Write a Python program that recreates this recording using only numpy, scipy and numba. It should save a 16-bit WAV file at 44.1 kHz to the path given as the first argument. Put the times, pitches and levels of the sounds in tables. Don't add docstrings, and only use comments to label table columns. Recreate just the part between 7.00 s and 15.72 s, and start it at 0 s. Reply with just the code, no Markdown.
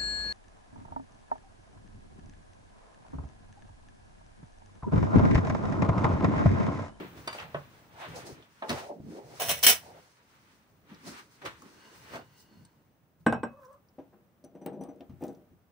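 import sys
import numpy as np
from scipy import signal
from scipy.fft import rfft, irfft
from scipy.io import wavfile
from scipy.ndimage import uniform_filter1d
from numba import njit

SR = 44100
rng = np.random.default_rng(int(sys.argv[2]) if len(sys.argv) > 2 else 0)


def generate_wav(sig):
    pcm = np.round(np.clip(np.atleast_2d(sig).T, -1, 1) * 32767).astype(np.int16)
    wavfile.write(sys.argv[1], SR, pcm)


def boost(x):
    u = np.asarray(x, float) / 20
    return 10 ** u


N = 384375
T = np.arange(N) / SR

# (time [s], level [dB])
HUSH = [(15, -33.5), (25, -7), (123, -3.5), (219, -5.5), (342, -11), (1300, -21.5), (4690, -37.5),
        (13000, -34.5)]
HUSH_DRIFT = [(0, 14), (1.5, 1.5), (3.0, 5.5), (3.1, -5), (3.35, 3), (3.6, 3), (3.72, 4.5), (4.3, 3),
              (5.7, 2), (6.1, 1.5), (7.0, 1.5), (8.3, 3.5), (8.6, -0.5)]
# (peak time [s], level [dB], rise [s], fall [s], hollow pitch [Hz])
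SLIDES = [(0.0, -39, .05, 0.13, 318), (.19, -49.5, 0.17, 0.071, 322), (.35, -44, 0.021, 0.26, 620),
          (.74, -66, 0.43, 0.38, 583), (1.018, -41.5, 0.07, 0.23, 800), (1.09, -44.5, 0.071, 0.14, 365),
          (1.17, -42.5, 0.052, 0.068, 570), (1.295, -42, 0.07, 0.11, 385), (1.37, -59.5, 0.029, 0.066, 323),
          (1.626, -38, 0.0068, 0.1, 840), (1.708, -31, 0.026, 0.18, 252), (1.76, -49, .04, 0.06, 570),
          (1.91, -37.5, 0.022, 0.074, 586), (2.01, -40.5, 0.033, 0.12, 169.2), (2.09, -44, 0.13, 0.3, 227),
          (2.13, -48, 0.067, 0.087, 293), (2.19, -44, 0.14, 0.05, 477), (2.34, -50, 0.089, 0.082, 478),
          (2.886, -54.5, 0.16, 0.31, 631), (3.92, -51, 0.069, 0.11, 240), (4.085, -44, 0.064, 0.14, 251),
          (4.46, -39.5, 0.035, 0.067, 467), (4.66, -57.5, 0.13, 1, 290), (5.17, -42.5, 0.14, 0.058, 462),
          (5.62, -55.5, 0.17, 0.11, 178.7)]
# (peak time [s], level [dB], rise [s], fall [s], cloth share [dB])
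SCUFFS = [(0.0, -48, .05, 0.21, -15), (.18, -50, 0.048, 0.14, -8.5), (.35, -51, 0.14, 0.097, -2),
          (0.428, -44, 0.21, 0.058, -18), (.57, -55, 0.18, 0.28, -11.5), (.8, -61.5, 0.96, 0.32, -8.5),
          (1.018, -46, 0.096, 0.53, -12.5), (1.161, -51, 0.016, 0.11, 3), (1.269, -52, 0.03, 0.1, 4.5),
          (1.695, -37, 0.017, 0.13, -6.5), (1.79, -45, 0.2, 0.11, -5.5), (2.176, -57, 0.2, 0.079, -4),
          (2.392, -53.5, 0.23, 0.14, -2.5), (2.78, -59.5, 0.033, 0.77, -2.5),
          (2.95, -64.5, 0.31, 0.12, -19), (3.17, -71, 0.087, 0.32, -5.5), (3.35, -66.5, 0.15, 0.73, -7),
          (3.53, -66.5, 0.273, 0.21, -5.5), (3.899, -58, 0.058, 0.56, -11.5),
          (4.075, -49, 0.047, 0.17, 1.5), (4.196, -48.5, 0.18, 0.05, -9), (4.32, -68.5, 0.048, 0.2, 2.5),
          (4.42, -52, 0.0085, .08, -15), (4.46, -35, 0.014, 0.073, -13), (4.698, -60, 0.57, 0.6, -4),
          (4.85, -61.5, 0.46, .5, -7), (5.32, -71.5, 0.16, 0.62, -1), (5.548, -73.5, .3, 0.4, -4),
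          (5.159, -46, 0.19, 0.075, -9.5), (4.959, -57, 0.1, 0.29, -3), (5.41, -72.5, 0.14, 0.089, 9)]
# (peak time [s], level [dB], fall [s])
STEPS = [(.18, -48, 0.18), (.43, -48, 0.15), (0.562, -61, 0.071), (0.938, -58, 0.14), (1.09, -42, 0.32),
         (1.33, -40.5, 0.02), (1.713, -39.5, 0.13), (2.04, -53, 0.096), (2.25, -54, 0.75),
         (2.46, -45, 0.26), (3.92, -59.5, 0.18), (4.08, -52, .13), (4.46, -52, 0.17), (4.979, -50.5, 0.12),
         (5.128, -50.5, 0.37), (5.588, -53.5, 0.12), (6.039, -62, 0.028), (6.209, -53.5, .06)]
# (frequency [Hz], level [dB])
RUMBLE = [(90, -21.5), (170, 1), (500, -7), (900, -4.5), (1400, -33)]
RUB = [(500, -29.5), (900, 2.5), (2000, -1), (4000, -10.5), (6000, -34)]
RUSTLE = [(2800, -20), (4200, 2), (7000, 0.5), (10000, -2), (15000, -15)]
THUMP = [(30, -29), (60, 0.5), (120, 3), (170, 4.5), (260, -42)]
# (time [s], peak [dB], body pitch [Hz], crack [dB], time to fade 60 dB [s])
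KNOCKS = [(0.274, -25.5, 991, -21.5, 0.05), (0.327, -34, 1185, -32, 0.04), (.396, -35, 1500, -45, 0.045),
          (0.544, -24, 750, -50, 0.055), (1.622, -29, 900, -55, 0.06), (1.693, -28.5, 703, -13.5, 0.059),
          (1.701, -21.5, 585, -21, 0.091), (1.713, -22.5, 390, -27, 0.048), (1.727, -34, 595, -18, 0.024),
          (2.001, -35, 150, -55, 0.19), (4.419, -45.5, 880, -35, 0.11), (4.451, -39, 1048, -18.5, 0.049),
          (5.135, -32, 695, -35, 0.11), (5.155, -34, 800, -30, .1)]
# (time [s], peak [dB])
BUMPS = [
    (0.275, -26.5),
    (.328, -36),
    (0.544, -24),
    (1.622, -27),
    (1.896, -33.5),
    (4.066, -44),
]
# (frequency [Hz], level [dB], time to fade 60 dB [s])
LID = [(2290, 4, 0.15), (3542, -6, 0.1), (4693, 0.0, 0.23), (6540, -27, 0.07), (7920, -1, 0.069),
       (8300, -16, 0.35), (9100, -5.5, 0.14), (11200, -8, 0.077)]
SEAT = [(144, -6.5, 0.26), (385, -7, 0.18), (598, 3.5, 0.12), (947, -8, 0.13), (1140, -4, 0.11),
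        (1306, -2, 0.046), (2150, -16, 0.02)]
DOOR = [(450, -2, 0.059), (750, -11, .05), (862, 1, 0.14), (930, -6, 0.032), (1040, -4.5, 0.14),
        (1405, -8, 0.12), (1580, -12, 0.21), (1680, -8, 0.026)]
CATCH = [(473, -15, 0.11), (585, 5.5, .2), (695, 2, 0.19), (800, -12, 0.16)]
# (time [s], peak [dB], pitch [Hz])
TICKS = [(.386, -32, 2800), (1.4245, -49, 3300), (3.945, -52.5, 4970), (4.62, -47, 7270),
         (4.621, -43.5, 1105), (5.65, -58, 4520), (5.65, -48, 8210), (6.632, -49, 1555), (6.655, -58, 6060),
         (6.762, -62, 1260), (6.7281, -56.5, 8320), (6.8865, -62.5, 5340)]
# (time [s], level [dB], hold [s], fall [s], tray level [dB])
RATTLES = [(2.4, -33.5, 0.03, 0.077, -2.5), (2.45, -39.5, 0.022, 0.1, -8),
           (2.486, -32.5, 0.0055, .04, -11.5), (2.493, -26.5, .012, 0.045, -10),
           (2.506, -32.5, 0.013, 0.084, -10), (2.568, -43, 0.016, 0.078, -9),
           (2.63, -24.5, 0.0059, 0.03, -17.5), (2.634, -23, 0.012, .025, -21),
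           (2.65, -28.5, .006, .03, -21), (2.666, -16.5, 0.011, 0.06, -25),
           (2.685, -18.5, 0.02, 0.045, -12.5)]
# (time [s], peak [dB])
CLINKS = [
    (2.496, -16),
    (2.637, -5),
    (2.666, 1.5),
]
# (frequency [Hz], level [dB], time to fade 60 dB [s])
CUTLERY = [(3025, -5, 0.19), (3155, -1, 0.14), (4328, -10, 0.17), (5588, -4, 0.12), (7693, -13, 0.24),
           (9135, -2, 0.13), (9545, -1, 0.15), (9884, -7, 0.13), (11320, -7, 0.16), (12280, -4, 0.14),
           (13410, -11, 0.18), (14590, -7, 0.14), (15115, -10, 0.2)]
# (time [s], share [0-1])
FREE_RING = [(2.4, 0.06), (2.6, 0), (2.63, 0), (2.66, .3), (2.7, 0), (2.78, 0.03)]
# (frequency [Hz], level [dB])
TRAY_SHADOW = [(3900, 2), (4600, -1.5), (4800, -17), (5000, -2), (6000, -1.5)]
# (frequency [Hz], level [dB])
DRAWER_SIDE = [(60, 0), (110, -2), (200, -1), (380, 1), (700, 0.5), (1290, -1), (2380, 1), (4400, 3.5),
               (8120, -7), (15000, 1.5)]
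# (peak time [s], level [dB], rise [s], fall [s])
GRIPS = [(4.85, -61.5, 0.17, 0.29), (5.16, -55, 0.12, 0.096), (5.35, -69.5, 0.17, .4), (5.56, -71, .3, .2)]
# (frequency [Hz], width [Hz], level [dB])
WALL = [(950, 90, 0), (1550, 130, -1), (1950, 55, -10.5), (2845, 70, -5), (3550, 90, -15), (4380, 120, -7)]
# (peak time [s], level [dB], rise [s], fall [s])
WHISPERS = [(4.97, -69, .05, 0.23), (5.14, -66, 0.14, .1), (5.42, -67, .15, .06)]
# (time [s], peak [dB], spoon ring [dB], snap [dB])
TAPS = [
    (6.263, -6.5, -22.5, -27),
    (6.324, -15, -22.5, -22.5),
    (6.431, -18, -22.5, -38.5),
]
# (frequency [Hz], level [dB], time to fade 60 dB [s])
TIN = [(93, -10, 0.03), (150, -6.5, 0.049), (230, 6, 0.04), (332, -18.5, 0.16), (492, -13.5, 0.082),
       (571, -25, 0.16), (616, -25.5, 0.069), (811, 9.5, 0.02), (900, -12, 0.025), (1560, 6, 0.027),
       (1695, -22.5, 0.083)]
SPOON = [(2560, -1.5, 0.38), (3900, -21, 0.28), (5500, -14.5, .15), (5520, -13.5, 0.15), (5770, -21.5, .1),
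         (6050, -23.5, .1), (7410, -11.5, 0.1), (8000, -6.5, 0.1), (8600, -21, .06), (9050, -15.5, .1),
         (9450, -13.5, .09), (11050, -19.5, .06)]
# (time [s], slip rate [Hz], level [dB])
SQUEAK = [(6.53, 559, -58), (6.556, 548, -63), (6.574, 583.9, -60), (6.62, 532.6, -58), (6.672, 524, -58.5),
          (6.745, 579, -55), (6.765, 585, -72)]
# (peak time [s], level [dB], rise [s], fall [s])
SIZZLES = [
    (6.645, -72, 0.0598, 0.067),
    (8.24, -65, 0.054, 0.12),
]
HEAPS = [(7.17, -64, .12, 0.19), (7.76, -43.5, 0.22, 0.28), (8.238, -40.5, 0.023, 0.16)]
# (time [s], peak [dB], glass [dB], thump pitch [Hz])
DROPS = [(6.983, -31, -49, 287.3), (7.129, -52, -47, 554), (7.44, -40, -24, 240), (7.55, -36.5, -38, 286.4),
         (7.614, -33.5, -33, 274), (7.659, -23.5, -47, 278), (7.729, -34, -36, 266.5),
         (7.809, -29, -31, 272), (7.839, -37.5, -45, 363), (7.887, -31.5, -35, 269.5),
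         (8.005, -37, -52.5, 255), (8.095, -32.5, -54, 109.4), (8.207, -33.5, -38, 272),
         (8.223, -26.5, -47, 261.6), (8.239, -33, -42, 280), (8.285, -32, -34, 254), (8.513, -49, -47, 118)]
# (frequency [Hz], level [dB], time to fade 60 dB [s])
BOWL = [(107, -0.5, 0.033), (168.5, -11.5, 0.11), (274, -3, 0.13), (352, -6, 0.063), (422.5, -3, 0.031),
        (504, -0.5, 0.053), (554, -6, 0.095), (620, -20, 0.07), (721, -1.5, 0.088), (777, -5, 0.047),
        (920, -12, 0.048)]
GLASS = [(5950, -6.5, 0.13), (8382, -12, .11), (9518, -15, .09)]
# (time [s], peak [dB], pitch [Hz])
SNAPS = [(7.44, -53.5, 5900), (7.552, -60, 1500), (7.69, -67, 2600), (7.89, -65, 1600), (8.096, -55, 1300),
         (8.218, -52, 1690), (8.242, -60, 1503), (7.447, -48.5, 10040), (7.662, -34.5, 15100),
         (7.663, -65, 8340), (7.662, -42, 3000), (7.811, -54, 13000), (7.837, -48.5, 9600),
         (7.838, -63.5, 3500), (7.96, -66, 10950), (8.007, -51, 3150), (8.207, -64, 13000),
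         (8.225, -59, 3300), (8.221, -49.5, 14700), (8.238, -42.5, 9100), (8.251, -52, 14500),
         (8.252, -62, 8480), (8.28, -50, 9100), (8.283, -58, 5000), (8.349, -58, 5840)]
# (time [s], frequency [Hz], level [dB], time to fade 60 dB [s])
PINGS = [(7.442, 9430, -64, .06), (7.66, 8382, -53.5, 0.11), (7.813, 9518, -64, 0.19),
         (7.838, 8382, -65, .1)]
# (frequency [Hz], share [0-1])
LIKENESS = [(30, .5), (60, 0.31), (125, .93), (250, 0.66), (500, 0.84), (1000, 0.18), (4000, 0.031)]
# (frequency [Hz], time to fade 60 dB [s])
ROOM_T60 = [(100, 0.57), (250, 0.099), (500, 0.18), (2000, 0.18), (10000, 0.033)]
# (frequency [Hz], level [dB])
PORT = [(20, -18), (45, -9), (80, -2), (6300, 1.5), (6650, 1), (6800, -11.5), (6950, -3), (7300, -1.5),
        (11200, -2.5), (12000, -8), (13000, -0.5), (13800, -16.5), (14500, 5.5), (15600, 12),
        (16100, -42.5), (22000, -66.5)]


def along(table, hz):
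    f, v = np.transpose(table)
    return np.interp(np.log(np.maximum(hz, 1)), np.log(f), v)


def colour(x, table):
    size = x.shape[-1]
    hz = np.arange(size // 2 + 1) * SR / size
    return irfft(rfft(x) * boost(along(table, hz)), size)


def unit(x):
    return x / np.sqrt(np.mean(x ** 2))


def ports(mid, side):
    size = len(mid)
    like = np.clip(along(LIKENESS, np.arange(size // 2 + 1) * SR / size), 0, 1)
    mid = rfft(mid) * np.sqrt(1 + like)
    side = rfft(side) * np.sqrt(1 - like)
    return irfft(np.array([mid + side, mid - side]), size)


def grains(spread_db, share):
    big = boost(spread_db * np.minimum(rng.exponential(size=N), 3))
    return np.where(rng.random(N) < share, big, 1)


def grit(spread_db, share, lag=0):
    left, right = ports(*rng.standard_normal((2, N)) * grains(spread_db, share))
    return np.array([np.roll(left, lag), right])


def flicker(rate):
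    k = int(SR / rate)
    steps = np.repeat(rng.standard_normal(N // k + 1), k)
    return unit(uniform_filter1d(uniform_filter1d(steps, k), k)[:N])


def gain(rows, column):
    fade_s = 0.053
    rows = np.array(rows)
    first, last = rows[0, 0], rows[-1, 0]
    gate = np.interp(T, [first - fade_s, first, last, last + fade_s], [0, 1, 1, 0])
    return boost(np.interp(T, *rows.T[[0, column]])) * gate


def swells(rows):
    power = 0
    for s, db, rise, fall, *rest in rows:
        hold = rest[0] if rest else 0
        away = np.maximum((s - T) / rise, np.maximum(T - s - hold, 0) / fall)
        power = power + boost(db - 20 * away) ** 2
    return np.sqrt(power)


def ring(modes, scatter_db, contact_s):
    t = np.arange(SR // 2)[:, None] / SR
    hz, db, t60 = np.transpose(modes)
    chance = rng.standard_normal((2, len(hz)))
    fading = boost(db + scatter_db * chance[0] - 60 * t / t60)
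    waves = fading * np.sin(2 * np.pi * hz * t + .5 * chance[1])
    x = waves.sum(axis=1) * (1 - np.exp(-t[:, 0] / contact_s)) ** 2
    return x / np.abs(x).max()


def cluster(hz, octaves, t60, count):
    spread = np.linspace(-2, 2, count) + 0.051 * rng.standard_normal(count)
    return np.c_[hz * 2 ** (octaves * spread), -3.0 * spread ** 2, t60 * 2 ** (-.4 * spread)]


def crack(decay_s, table, rise_s=1e-4):
    t = np.arange(SR // 2) / SR
    x = colour(rng.standard_normal(SR // 2), table)
    x = x * np.exp(-t / decay_s) * (1 - np.exp(-t / rise_s)) ** 2
    return x / np.abs(x).max()


@njit
def sweep(x, hz, q):
    y, b, l = np.empty(len(x)), 0., 0.
    for i in range(len(x)):
        g = np.tan(np.pi * hz[i] / SR)
        v = (b + g * (x[i] - l)) / (1 + g * (g + 1 / q))
        b, l, y[i] = 2 * v - b, l + 2 * g * v, v / q
    return y


def add(track, s, x):
    i = int(s * SR)
    track[i:i + len(x)] += x[:N - i]


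def place(x, lag, pan_db, wet_db):
    t = np.arange(SR // 2) / SR
    tail = 0
    for hz in 90 * 2. ** np.arange(8):
        octave = [(hz / 2, -40), (hz / 1.4, -3), (hz, 0), (hz * 1.4, -3), (hz * 2, -40)]
        band = colour(ports(*rng.standard_normal((2, len(t)))), octave)
        tail = tail + band * boost(-60 * t / along(ROOM_T60, hz))
    tail = tail * (t > .002) / np.sqrt(np.sum(tail ** 2, axis=1, keepdims=True))
    echo = signal.fftconvolve(x[None], tail, axes=1)[:, :N]
    heard = np.array([np.roll(x, lag), x]) + boost(wet_db) * echo
    return heard * boost(np.array([[pan_db], [-pan_db]]) / 2)


def hush():
    level_db = -67 + np.interp(T, *np.transpose(HUSH_DRIFT)) + flicker(1.5)
    return unit(colour(grit(1.6, 0.01), HUSH)) * boost(level_db)


def patchy(sound, rows, uneven_db, rate):
    return unit(sound) * swells(rows) * boost(uneven_db * flicker(rate) - 0.5)


def slides():
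    hollow_hz = np.interp(T, *np.transpose(SLIDES)[[0, 4]])
    wood = colour(grit(3.0, .05, lag=11), RUMBLE)
    hollow = np.array([sweep(sweep(x, hollow_hz, 1.0), hollow_hz, 1.0) for x in wood])
    rows = [(s, db, rise, fall) for s, db, rise, fall, _ in SLIDES]
    return patchy(0.13 * 0.24 * wood + 8.7 * hollow, rows, 2.5, 25)


def scuffs():
    soles = [(s, db, rise, fall) for s, db, rise, fall, _ in SCUFFS]
    cloth = [(s, db + cloth_db, rise, fall) for s, db, rise, fall, cloth_db in SCUFFS]
    rub = patchy(colour(grit(3.0, .05, lag=11), RUB), soles, 1.5, 30)
    return rub + patchy(colour(grit(3.0, .05, lag=11), RUSTLE), cloth, 1.5, 40)


def steps():
    rows = [(s, db, 0.029, fall) for s, db, fall in STEPS]
    return patchy(colour(grit(3.0, .05, lag=11), THUMP), rows, 1.5, 10)


def knocks():
    out = np.zeros(N)
    for s, db, hz, crack_db, t60 in KNOCKS:
        snap = crack(.003, [(1500, -20), (2800, 0), (6000, -3), (16000, -20)])
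        snap = snap + .5 * ring(cluster(4000., 1.0, .07, count=36), 4.0, .0003)
        panel = ring(cluster(1.3 * hz, 0.91, t60, count=70), 0.75, 0.00045)
        add(out, s + 0.001, boost(db) * (panel + boost(crack_db + 17.0) * snap))
    return out


def bumps():
    out = np.zeros(N)
    for (s, db), modes in zip(BUMPS, (LID, LID, SEAT, DOOR, CATCH, CATCH)):
        damped = [(f, d, 0.56 * min(t, .2)) for f, d, t in modes]
        add(out, s, boost(db) * ring(damped, 1.0, 0.00065))
    return out


def ticks():
    out = np.zeros(N)
    for s, db, hz in TICKS:
        add(out, s, boost(db) * crack(0.0046, [(hz / 2, -26), (hz, 0), (hz * 1.23, -14), (hz * 2, -35)]))
    return out


def ringing_steel(hail):
    steel = 0
    for hz, db, t60 in CUTLERY:
        r = boost(-60 / (.25 * min(t60, .3) * SR))
        turn = 2 * np.pi * hz / SR
        tone = signal.lfilter([1 - r], [1, -2 * r * np.cos(turn), r * r], hail)
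        steel = steel + boost(.5 * db) * tone * np.sin(turn)
    return unit(steel)


def scraping_steel(hail):
    scrape = colour(hail, [(800, -17.5), (2000, 2.0), (3100, -1.0), (4500, -5), (5800, 5.0), (6800, -4.5),
                           (9500, 3.5), (16000, -6.0)])
    drawer_open_s = 2.62
    return unit(np.where(T < drawer_open_s, colour(scrape, TRAY_SHADOW), scrape))


def tray(hail, rise_s):
    drone = swells([(s, db + tray_db, rise_s, 0.99 * fall, 0.66 * hold) for s, db, hold, fall, tray_db in RATTLES])
    return drone * unit(colour(hail, [(100, -18.5), (300, -8.5), (650, 7.0), (1500, -9.0), (2500, -22.0)]))


def cutlery():
    hail = rng.standard_normal(N) * grains(2.5, 0.11)
    rise_s = 0.003
    free = np.clip(np.interp(T, *np.transpose(FREE_RING)), 0, 1)
    steel = np.sqrt(free) * ringing_steel(hail) + np.sqrt(1 - free) * scraping_steel(hail)
    shake = swells([(s, db, rise_s, fall, hold) for s, db, hold, fall, _ in RATTLES])
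    uneven = boost(0.81 * flicker(60) + 1.7 * flicker(500) - 1.5)
    out = uneven * (shake * steel + tray(hail, rise_s))
    for s, db in CLINKS:
        damped = [(f, d, 0.78 * min(t, .3)) for f, d, t in CUTLERY]
        add(out, s, boost(db - 7.5) * ring(damped, 1.3, 0.00013))
    return out


def grip():
    drag = rng.standard_normal(N) * grains(3.0, 0.028)
    wall = 0
    for hz, width, db in WALL:
        tone = sweep(drag, hz * (1 + .008 * flicker(5.5)), hz / width)
        wall = wall + boost(db + 2.5 * flicker(12)) * unit(tone)
    return unit(wall) * swells(GRIPS)


def whisper():
    return unit(colour(grit(3.0, .05, lag=9), [(9000, -30), (14000, 0)])) * swells(WHISPERS)


def tin():
    out = np.zeros(N)
    for s, db, _, snap_db in TAPS:
        snap = crack(0.0018, [(1000, -9.0), (4000, -18.5), (10000, -12.0), (14000, -24)])
        slosh = crack(0.023, [(50, -16), (200, 9), (1000, 1.5), (1800, -17), (2800, -22.0), (4500, -46.5),
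                              (16000, -69.0)], .001)
        clank = 0.59 * ring(cluster(800., .7, 0.026, count=90), 1.3, 0.0012)
        clank = clank + 0.13 * ring(cluster(2200., 0.34, 0.042, count=30), 3.3, 0.00017)
        thud = 0.7 * ring(TIN, 0.6, 0.0028) + 0.34 * slosh
        add(out, s + 0.0011, boost(db) * (thud + clank + boost(snap_db) * snap))
    return out


def spoon_ring():
    out = 0
    for hz, db, t60 in SPOON:
        fed = swells([(s + 0.0041, tap_db + ring_db + db - 13.0, .002, t60 / 3) for s, tap_db, ring_db, _ in TAPS])
        twin_hz = hz + 3e-6 * hz ** 2 / 2
        pair = np.sin(2 * np.pi * hz * T) + boost(-7.0) * np.sin(2 * np.pi * twin_hz * T)
        out = out + fed * boost(hz / 1700 * flicker(45)) * pair
    return out


def squeak():
    slip_hz = np.interp(T, *np.transpose(SQUEAK)[:2]) * (1 + .025 * flicker(150))
    phase = 2 * np.pi * np.cumsum(slip_hz) / SR
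    slips = 0
    for k, db in enumerate((0, -4, -22), start=1):
        slips = slips + boost(db + 3.5 * flicker(90)) * np.sin(k * phase)
    rasp = unit(colour(rng.standard_normal(N), [(600, -24.0), (1000, 6), (1600, -12), (2200, -27)]))
    return gain(SQUEAK, 2) * (unit(slips) + boost(-9.0) * rasp)


def juice():
    spray = rng.standard_normal(N) * grains(8.7, 0.022)
    return unit(colour(spray, [(1200, -10.0), (3000, -6.5), (8000, 1.0), (16000, -1)])) * swells(SIZZLES)


def kernel_snap(hz):
    return crack(0.0022, [(hz / 4, -20), (hz / 1.55, -5), (hz, 0), (hz * 1.13, -6), (hz * 3, -24)])


def drops():
    out = np.zeros(N)
    for s, db, glass_db, hz in DROPS:
        tick = boost(-59) * kernel_snap(5900)
        wall = [(f, d - 6.3 * np.log2(f / hz) ** 2, t) for f, d, t in BOWL]
        soft = crack(0.026, [(0.18 * hz, -20), (hz, 0), (2 * hz, -2), (3.38 * hz, -7), (3.66 * hz, -20),
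                             (7 * hz, -28), (16000, -70)], 0.0014)
        thump = 0.63 * ring(wall, 1.5, 0.0012) + 0.44 * soft
        glass = boost(glass_db + 2.0) * ring(GLASS, 3.3, 0.00042)
        add(out, s, boost(db) * (thump + tick + glass))
    return out


def heaps():
    hits = rng.standard_normal(N) * (rng.random(N) < .004)
    patter = signal.fftconvolve(hits, ring(cluster(437.5, 0.554, 0.047, count=50), 0.58, 0.013))[:N]
    return unit(patter) * swells(HEAPS)


def snaps_and_pings():
    out = np.zeros(N)
    for s, db, hz in SNAPS:
        add(out, s, boost(db) * kernel_snap(hz))
    for s, hz, db, t60 in PINGS:
        add(out, s, boost(db) * ring([(hz, 0, t60)], 0, .0004))
    return out


def scene():
    steel = cutlery()
    wide = [colour(x, [(f, side * db) for f, db in DRAWER_SIDE])
            for x, side in zip(ports(steel, cutlery()), (.5, -.5))]
    drawer = boost(-12.0) * place(steel, 12, .3, 4.1) + boost(-2.5) * np.array(wide)
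    furniture = place(knocks() + bumps() + ticks(), 9, -0.48, -6.5)
    tin_and_spoon = place(tin() + spoon_ring() + squeak() + grip(), 0, .3, -8.5)
    bowl = place(juice() + drops() + heaps() + snaps_and_pings(), 0, 2.0, -7.5)
    moves = slides() + scuffs() + steps() + whisper()
    return drawer + furniture + tin_and_spoon + bowl + moves + hush()


def roll_off(x):
    return signal.sosfilt(signal.butter(12, 16960, fs=SR, output="sos"), x)


def record(dry):
    mix = np.tanh(colour(dry, PORT))
    return roll_off(mix)


dry = scene()
out = record(dry)
generate_wav(out)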